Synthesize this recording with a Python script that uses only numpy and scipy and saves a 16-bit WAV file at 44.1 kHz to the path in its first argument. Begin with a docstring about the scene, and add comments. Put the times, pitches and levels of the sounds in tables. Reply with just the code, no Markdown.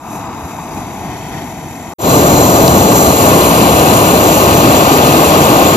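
"""A handheld gas torch blows into charcoal in a small grill outdoors. At first it is a few metres away: the
turbulent flame roars, puffs once and flares, its blast rushes over the coals, and the gas jet hisses and rings
in the burner tube. The scene changes near 2 s and it is heard from close by, where the roar overloads the two-
port microphone. Sparks snap off the charcoal, and as the flame reaches deeper into the coals the roar
brightens, the rush grows and the tube rings less."""
import sys
import numpy as np
from scipy.fft import rfft, irfft, next_fast_len
from scipy.io import wavfile
from scipy.ndimage import map_coordinates

SR = 44100
rng = np.random.default_rng(int(sys.argv[2]) if len(sys.argv) > 2 else 0)


def bounce(signal):
    """Save signal as a 16-bit WAV file at the path given by the first command-line argument."""
    frames = np.transpose(np.atleast_2d(signal))
    limited = np.clip(frames, -1, 1)
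    pcm = np.round(limited * 32767).astype(np.int16)
    wavfile.write(sys.argv[1], SR, pcm)


N = 254016
TIME = np.arange(N) / SR


def amp(db):
    """Amplitude ratio of a level in decibels."""
    return 10 ** (np.asarray(db) / 20)


def unit(x):
    """Normalisation to rms 1."""
    return x / np.sqrt(np.mean(x ** 2) + 1e-20)


def along(points, hz):
    """Interpolation of a table's columns on a log frequency axis."""
    freqs, *columns = np.transpose(points)
    return [np.interp(np.log(hz + 1), np.log(freqs + 1), c) for c in columns]


def curves(rows):
    """Linear interpolation of a table's columns in time."""
    times, *columns = np.transpose(rows)
    return [np.interp(TIME, times, c) for c in columns]


def swells(rows):
    """Superposition of Gaussian rises and dips in level, in dB."""
    return sum(db * np.exp(-((TIME - s) / half_width) ** 2) for s, half_width, db in rows)


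def wobble(rate):
    """Smooth random modulation: a spline through rate knots a second."""
    knots = rng.standard_normal(int(N * rate / SR) + 4)
    return map_coordinates(knots, [TIME * rate])


def filtered(x, response):
    """Linear filtering: the spectrum of x times a frequency response."""
    size = next_fast_len(N + 8192)
    hz = np.fft.rfftfreq(size, 1 / SR)
    return irfft(rfft(x, size) * response(hz), size)[..., :N]


def colour(spectrum):
    """Frequency response of a spectral envelope."""
    return lambda hz: amp(along(spectrum, hz)[0])


def resonances(modes):
    """Modal superposition: the summed response of peaks with steep skirts."""
    return lambda hz: sum(amp(db) / (1 + ((hz - centre) / width) ** 2) ** 1.5
                          for centre, width, db in modes)


def turbulence(response, image):
    """Partial coherence: shared and opposed noise mix at two ports into stereo of rms 1."""
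    size = next_fast_len(N)
    hz = np.fft.rfftfreq(size, 1 / SR)
    balance_db, lead, coherence = along(image, hz)
    angle = np.arccos(np.clip(coherence, 0, 1)) / 2
    shared, opposed = rfft(rng.standard_normal((2, size))) * [np.cos(angle), np.sin(angle)]
    ratio = amp(balance_db)
    left = (shared + opposed) * ratio * np.exp(1j * lead)
    ports = np.array([left, shared - opposed]) / np.hypot(ratio, 1)
    return unit(irfft(ports * response(hz), size)[:, :N])


def echo(x, delay_ms):
    """Propagation delay along a path of changing length."""
    n = np.arange(N)
    return np.array([np.interp(n - delay_ms * SR / 1e3, n, port) for port in x])


def scattered(x, count=5):
    """Interference: weak reflections off coals and walls ripple the spectrum, drifting with the hand."""
    drift = wobble(1.5)
    paths = rng.uniform([1.5, -.1], [10, .1], (count, 2))
    return x + sum(amp(-21) * echo(x, delay_ms + sway_ms * drift) for delay_ms, sway_ms in paths)


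# Modes of the grill's box. Each row: frequency in Hz, half-width in Hz, relative level in dB.
GRILL_MODES = [(3160, 230, 0), (4350, 200, -5)]
# Stereo image of the distant grill, rush and flame. Each row: frequency in Hz, left over right in dB,
# left phase lead in radians, coherence from 0 to 1.
FAR_IMAGE = [(100.0, 0.5, -0.5, 1), (328, 1, 0.3, 0.98), (520.0, 2, 0.8, 1), (800.0, 3.5, -0.13, 0.87),
             (1300.0, 2.5, 0.7, 1), (2000.0, 2, 1.1, 0.83), (3020, 1, 0.63, 0.7), (4150, 0, 6.5, 0.217),
             (5030, 25, 2, 0.3), (5830, 16, 10, 1)]
def grill_box(peak_s=1.2, half_width_s=.24, peak_db=-48):
    """Cavity resonance: the box sounds briefly while the distant flame dips into it."""
    envelope = amp(peak_db) * np.exp(-((TIME - peak_s) / half_width_s) ** 2)
    return envelope * turbulence(resonances(GRILL_MODES), FAR_IMAGE)


# A puff of the flame. Each row: centre in seconds, pitch in Hz, envelope peak in dB.
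PUFFS = [(.449, 75, -22)]
def puff(half_width_s=0.015):
    """A pressure pulse: a soft, low push of air about two cycles long."""
    return sum(amp(db) * np.exp(-((TIME - s) / half_width_s) ** 2) * np.sin(2 * np.pi * hz * (TIME - s))
               for s, hz, db in PUFFS)


# The loud sparks. Each row: start in seconds, relative level in dB.
SPARKS = [(2.6792, 6.5), (3.7973, 3)]
# Spectrum of a snap. Each row: frequency in Hz, gain in dB.
SNAP_SPECTRUM = [(2000, -28), (4300, 5), (7500, -8), (11000, -4), (15000, -14)]
def sparks(t60_s=0.0073, gain_db=-4, crackle_db=-15, count=50):
    """Impulsive fracture: charcoal bursts off in fast-decaying snaps, two loud among many faint."""
    snaps = np.zeros(N + SR)
    t = np.arange(SR // 10) / SR
    faint = [(NEAR_SPAN_S[0] + .15 + when * 3.6, crackle_db - 10 * softness)
             for when, softness in rng.random((count, 2))]
    for s, db in list(SPARKS) + faint:
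        decay = amp(db + gain_db - 60 * t / t60_s)
        snaps[round(s * SR):][:len(t)] += decay * rng.standard_normal(len(t))
    return filtered(snaps, colour(SNAP_SPECTRUM))


# Spectrum of the gas hiss. Each row: frequency in Hz, relative density in dB.
HISS_SPECTRUM = [(3000, -30), (4500, -9), (5600, -3), (6500, -1), (7600, 1), (8300, -3), (10000, -2.5),
                 (11000, -3), (12400, -.5), (14200, .5), (15300, -5)]
# Upper and lower tube modes. Each row: frequency in Hz, half-width in Hz, relative level in dB.
UPPER_MODES = [(9180, 380, 4.5), (11520, 610, -1), (15100, 500, -16)]
LOWER_MODES = [(6024, 230, 0)]
# The gas spurts or sinks. Each row: centre in seconds, half-width in seconds, change in dB.
SPURTS = [(.15, 0.045, 3.5), (.3, 0.086, -6), (.76, 0.059, 2), (1.85, .12, -1), (3.55, .3, -0.1),
          (5.05, 0.22, 0.5), (5.75, .25, -2.5)]
# Stereo image of the jet, with the columns of FAR_IMAGE.
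JET_IMAGE = [(4070.0, 8.5, -0.05, 0.75), (5000.0, 5.5, 0.13, 0.28), (6000.0, -0.5, -0.87, 0.83),
             (7200.0, 0.5, -1.88, 0.9), (7900.0, 0.0, -3.09, 0.91), (8650.0, 0.0, -3.16, 0.93),
             (9200.0, -0.5, -3.82, 0.84), (10200.0, 0.0, -4.84, 0.56), (11300.0, 0.0, -6.21, 0.94),
             (12300.0, 0.0, -6.29, 0.97), (13400.0, -0.5, -7.47, 0.82), (14600.0, 0.0, -9.14, 0.77),
             (15300.0, 0.0, -9.42, 0.99)]
def jet(modes, hiss_db, ring_db, upper_db, lower_db, sputter_db):
    """Jet noise: gas hisses from the nozzle, sputtering slightly, and excites the burner tube's modes."""
    hiss_db = hiss_db + swells(SPURTS)
    hiss = amp(hiss_db) * turbulence(colour(HISS_SPECTRUM), JET_IMAGE)
    tube = amp(ring_db) * turbulence(resonances(modes), JET_IMAGE)
    upper = amp(hiss_db + upper_db) * turbulence(resonances(UPPER_MODES), JET_IMAGE)
    lower = amp(hiss_db + lower_db) * turbulence(resonances(LOWER_MODES), JET_IMAGE)
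    sputter = amp(sputter_db * unit(wobble(14) + wobble(110)))
    return (hiss + tube + upper + lower) * sputter


# Tube modes heard from afar. Each row: frequency in Hz, half-width in Hz, relative level in dB.
FAR_TUBE_MODES = [(2560, 100, 4.5), (3810, 180, -4.5), (7140, 330, 3.5)]
def far_jet():
    """Forced resonance: the distant tube's ringing partly follows the spurts of gas."""
    ring_db = -40 + 0.47 * swells(SPURTS)
    return jet(FAR_TUBE_MODES, hiss_db=-42.5, ring_db=ring_db,
               upper_db=-3.5, lower_db=-4.5, sputter_db=0.8)


# Tube modes heard close by. Each row: frequency in Hz, half-width in Hz, relative level in dB.
NEAR_TUBE_MODES = [(7180, 490, -1), (13300, 760, -6)]
# The burner's aim. Each row: time in seconds, level of the upper modes in dB relative to the hiss.
AIM = [(2.1, -20), (2.8, -13), (3.35, -2.5), (3.9, -3), (4.3, -7), (4.8, -14), (5.25, -6), (5.75, -10)]
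def near_jet(depth):
    """Directivity: the upper modes grow as the mouth turns to the listener; the rest fade with depth."""
    aim_db, = curves(AIM)
    return jet(NEAR_TUBE_MODES, hiss_db=-20, ring_db=-17 - 3.9 * depth,
               upper_db=aim_db, lower_db=-5 - 7.5 * depth, sputter_db=0.84)


# The nozzle's mode. Each row: frequency in Hz, half-width in Hz, relative level in dB.
NOZZLE_MODES = [(4080, 106, 0)]
def nozzle(depth):
    """Narrow resonance: the nozzle gives a wavering, breathy tone that weakens with depth."""
    level_db = -28 - 2.8 * depth + 1.6 * wobble(14)
    return amp(level_db) * turbulence(resonances(NOZZLE_MODES), JET_IMAGE)


def blast(response, image, level_db, rough_db):
    """Flow noise: hot gas tears over the edges of the coals with a rough, rapid flutter."""
    return amp(level_db + rough_db * wobble(160)) * turbulence(response, image)


# Spectrum of the distant rush. 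Each row: frequency in Hz, relative density in dB.
FAR_RUSH_SPECTRUM = [(900, -51), (1400, -3), (1900, 4), (2600, -9), (3100, -6), (3800, -11), (4400, -12),
                     (5200, -12), (6300, -9), (8000, -50)]
# The flame flares or falters. Each row: centre in seconds, half-width in seconds, change in dB.
FLARES = [(.78, 0.11, 2.5), (1.1, 0.13, 3.5), (1.38, 0.079, 4.5), (1.82, 0.036, -2), (2.72, 0.071, 0),
          (3.16, 0.043, -2.5), (3.27, 0.055, 1)]
def far_rush():
    """Amplitude modulation: the distant rush rises and falls with the flares."""
    return blast(colour(FAR_RUSH_SPECTRUM), FAR_IMAGE, -38 + 0.98 * swells(FLARES), rough_db=1.6)


# Spectrum of the close rush. Each row: frequency in Hz, relative density in dB.
NEAR_RUSH_SPECTRUM = [(1100, -44), (1800, -2), (2200, -2), (2700, -2.5), (3400, 0), (3900, -1.5),
                      (4600, -2.5), (5300, -9.5), (6300, -10), (8000, -50)]
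# The hollow between the coals. Each row: frequency in Hz, half-width in Hz, relative level in dB.
HOLLOW_MODES = [(2707, 460, 0)]
# Stereo image of the close rush, with the columns of FAR_IMAGE.
RUSH_IMAGE = [(1830, 7.0, 1.5, 0.05), (2100, 3.5, -1, 0.91), (2700, 1.7, 1.06, 0.66),
              (3300, 7.9, 1.45, 0.55), (3880, 11.5, 1.5, 0.134), (4184, 8.8, -4, 0.85),
              (4570, 6.9, 1.25, 0.64), (5400.0, 2.0, 0, 0.44)]
def near_rush(depth):
    """Flow noise and cavity resonance: a deeper flame drives the coals and their hollow harder."""
    rush = blast(colour(NEAR_RUSH_SPECTRUM), RUSH_IMAGE, -24.5 + 4.4 * depth, rough_db=0.95)
    hollow_db = -33 + 14 * np.minimum(depth, .65)
    return rush + blast(resonances(HOLLOW_MODES), RUSH_IMAGE, hollow_db, rough_db=1.0)


def flame(spectrum, image, roar_db, bright_db, flutter_db, thinning, rumble_hz=260, top_hz=830):
    """Combustion noise flutters with the eddies; a brighter flame gains at the top and loses rumble."""
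    roar = turbulence(colour(spectrum), image)
    rumble = filtered(roar, lambda hz: 1 / (1 + (hz / rumble_hz) ** 8))
    body = filtered(roar, lambda hz: 1 / (1 + (hz / top_hz) ** 8))
    middle, top = body - rumble, roar - body
    tilted = amp(-thinning * bright_db) * rumble + middle + amp(bright_db) * top
    return tilted * amp(roar_db + flutter_db * wobble(45))


# Spectrum of the distant roar. Each row: frequency in Hz, relative density in dB.
FAR_ROAR_SPECTRUM = [(22, -27), (45, -11.5), (80, -4.5), (160, -1.5), (310, -1.5), (400, -9), (500, -9.5),
                     (565, -16), (660, -1.5), (950, 2), (1200, -7.5), (1500, -18), (2200, -60)]
# The roar's upper edge. Each row: frequency in Hz, half-width in Hz, relative level in dB.
EDGE_BAND = [(1157, 220, 0)]
# The flame's brightness. Each row: time in seconds, gain of the upper edge in dB.
FAR_BRIGHTNESS = [(.4, 6.5), (1.1, -5.5), (1.6, -9), (1.9, 0)]
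def far_flame():
    """Spectral tilt: the distant roar dulls and its edge fades as the flame is lowered into the grill."""
    roar_db = -26.5 + swells(FLARES)
    bright_db, = curves(FAR_BRIGHTNESS)
    roar = flame(FAR_ROAR_SPECTRUM, FAR_IMAGE, roar_db, 0.15 * bright_db, flutter_db=0.5, thinning=0.091)
    edge = amp(roar_db - 14 + bright_db) * turbulence(resonances(EDGE_BAND), FAR_IMAGE)
    return roar, edge


# Spectrum of the close roar. Each row: frequency in Hz, relative density in dB.
NEAR_ROAR_SPECTRUM = [(22, -39), (40, -18), (72, -4), (150, -0.3), (240, -1.5), (305, 0), (360, -2.5),
                      (490, -3.5), (670, -1.5), (950, -9), (1250, -9), (1550, -16.5), (1850, -31.5),
                      (2600, -63)]
# Stereo image of the close roar, with the columns of FAR_IMAGE.
ROAR_IMAGE = [(100.0, 0.5, 0.12, 1), (334, 1.6, 0.34, 0.99), (493, -0.7, 0.45, 0.96),
              (720, 4.5, 1.17, 0.96), (910, 10, 0.9, 0.92), (1020, 3, 0.85, 0.84), (1363, 1.5, 2.77, 1),
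              (1604, -6, 2.83, 0.84), (1780, 8, 2.9, 0.05)]
def near_flame(depth):
    """Spectral tilt: the full, wavering roar at the grill's rim brightens with depth."""
    roar_db = -6.5 + swells(FLARES) + 0.29 * wobble(9)
    bright_db = -0.76 + 3.3 * depth
    return flame(NEAR_ROAR_SPECTRUM, ROAR_IMAGE, roar_db, bright_db, flutter_db=0.36, thinning=1.0)


# Echoes off the ground. Each row: time in seconds, delay of the roar in ms, delay of the rush in ms.
ECHO_DELAYS = [(0, .3, .8), (.45, .32, .81), (.8, .375, .83), (1.2, .42, .88), (1.9, .43, .89)]
def far_torch():
    """Comb filtering: echoes notch the distant torch, and the notches slide down as the paths grow."""
    roar, edge = far_flame()
    rush = far_rush()
    roar_ms, rush_ms = curves(ECHO_DELAYS)
    echoes = amp(-5) * echo(roar, roar_ms) + amp(-7) * echo(rush, rush_ms)
    return roar + edge + echoes + scattered(rush + grill_box() + far_jet()) + puff()


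# The close flame's reach into the coals. Each row: time in seconds, depth from 0 to 1.
DEPTH = [(2.5, 0.22), (3.1, 0.27), (3.35, 0.73), (4.3, 0.6), (5.05, 1), (5.75, 0.92)]
def near_torch():
    """Superposition: roar, rush, nozzle and jet all follow the flame's depth, while sparks snap."""
    depth, = curves(DEPTH)
    roar = near_flame(depth)
    rush = near_rush(depth)
    return roar + nozzle(depth) + scattered(rush + near_jet(depth)) + sparks()


def gate(span, fade_s, start_db, edge_s=0.00098):
    """A time window that fades in from start_db and stops dead at the end of its span."""
    start, end = span
    fade = np.interp(TIME, [start, start + fade_s], [amp(start_db), 1])
    return fade * np.clip(np.minimum(TIME - start, end - TIME) / edge_s, 0, 1)


FAR_SPAN_S, NEAR_SPAN_S = (0, 1.937), (1.984, 5.8)
def scene():
    """Two listening distances in turn, far then near, with a short silence between."""
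    far = gate(FAR_SPAN_S, fade_s=0.11, start_db=-10.5) * far_torch()
    near = gate(NEAR_SPAN_S, fade_s=0.13, start_db=-33) * near_torch()
    return far + near


BAND_LIMIT_HZ = 15500
def record(dry):
    """Hard clipping at full scale flattens the peaks; nothing passes above the band limit."""
    clipped = np.clip(dry, -1, 1)
    return filtered(clipped, lambda hz: hz < BAND_LIMIT_HZ)


dry = scene()
out = record(dry)
bounce(out)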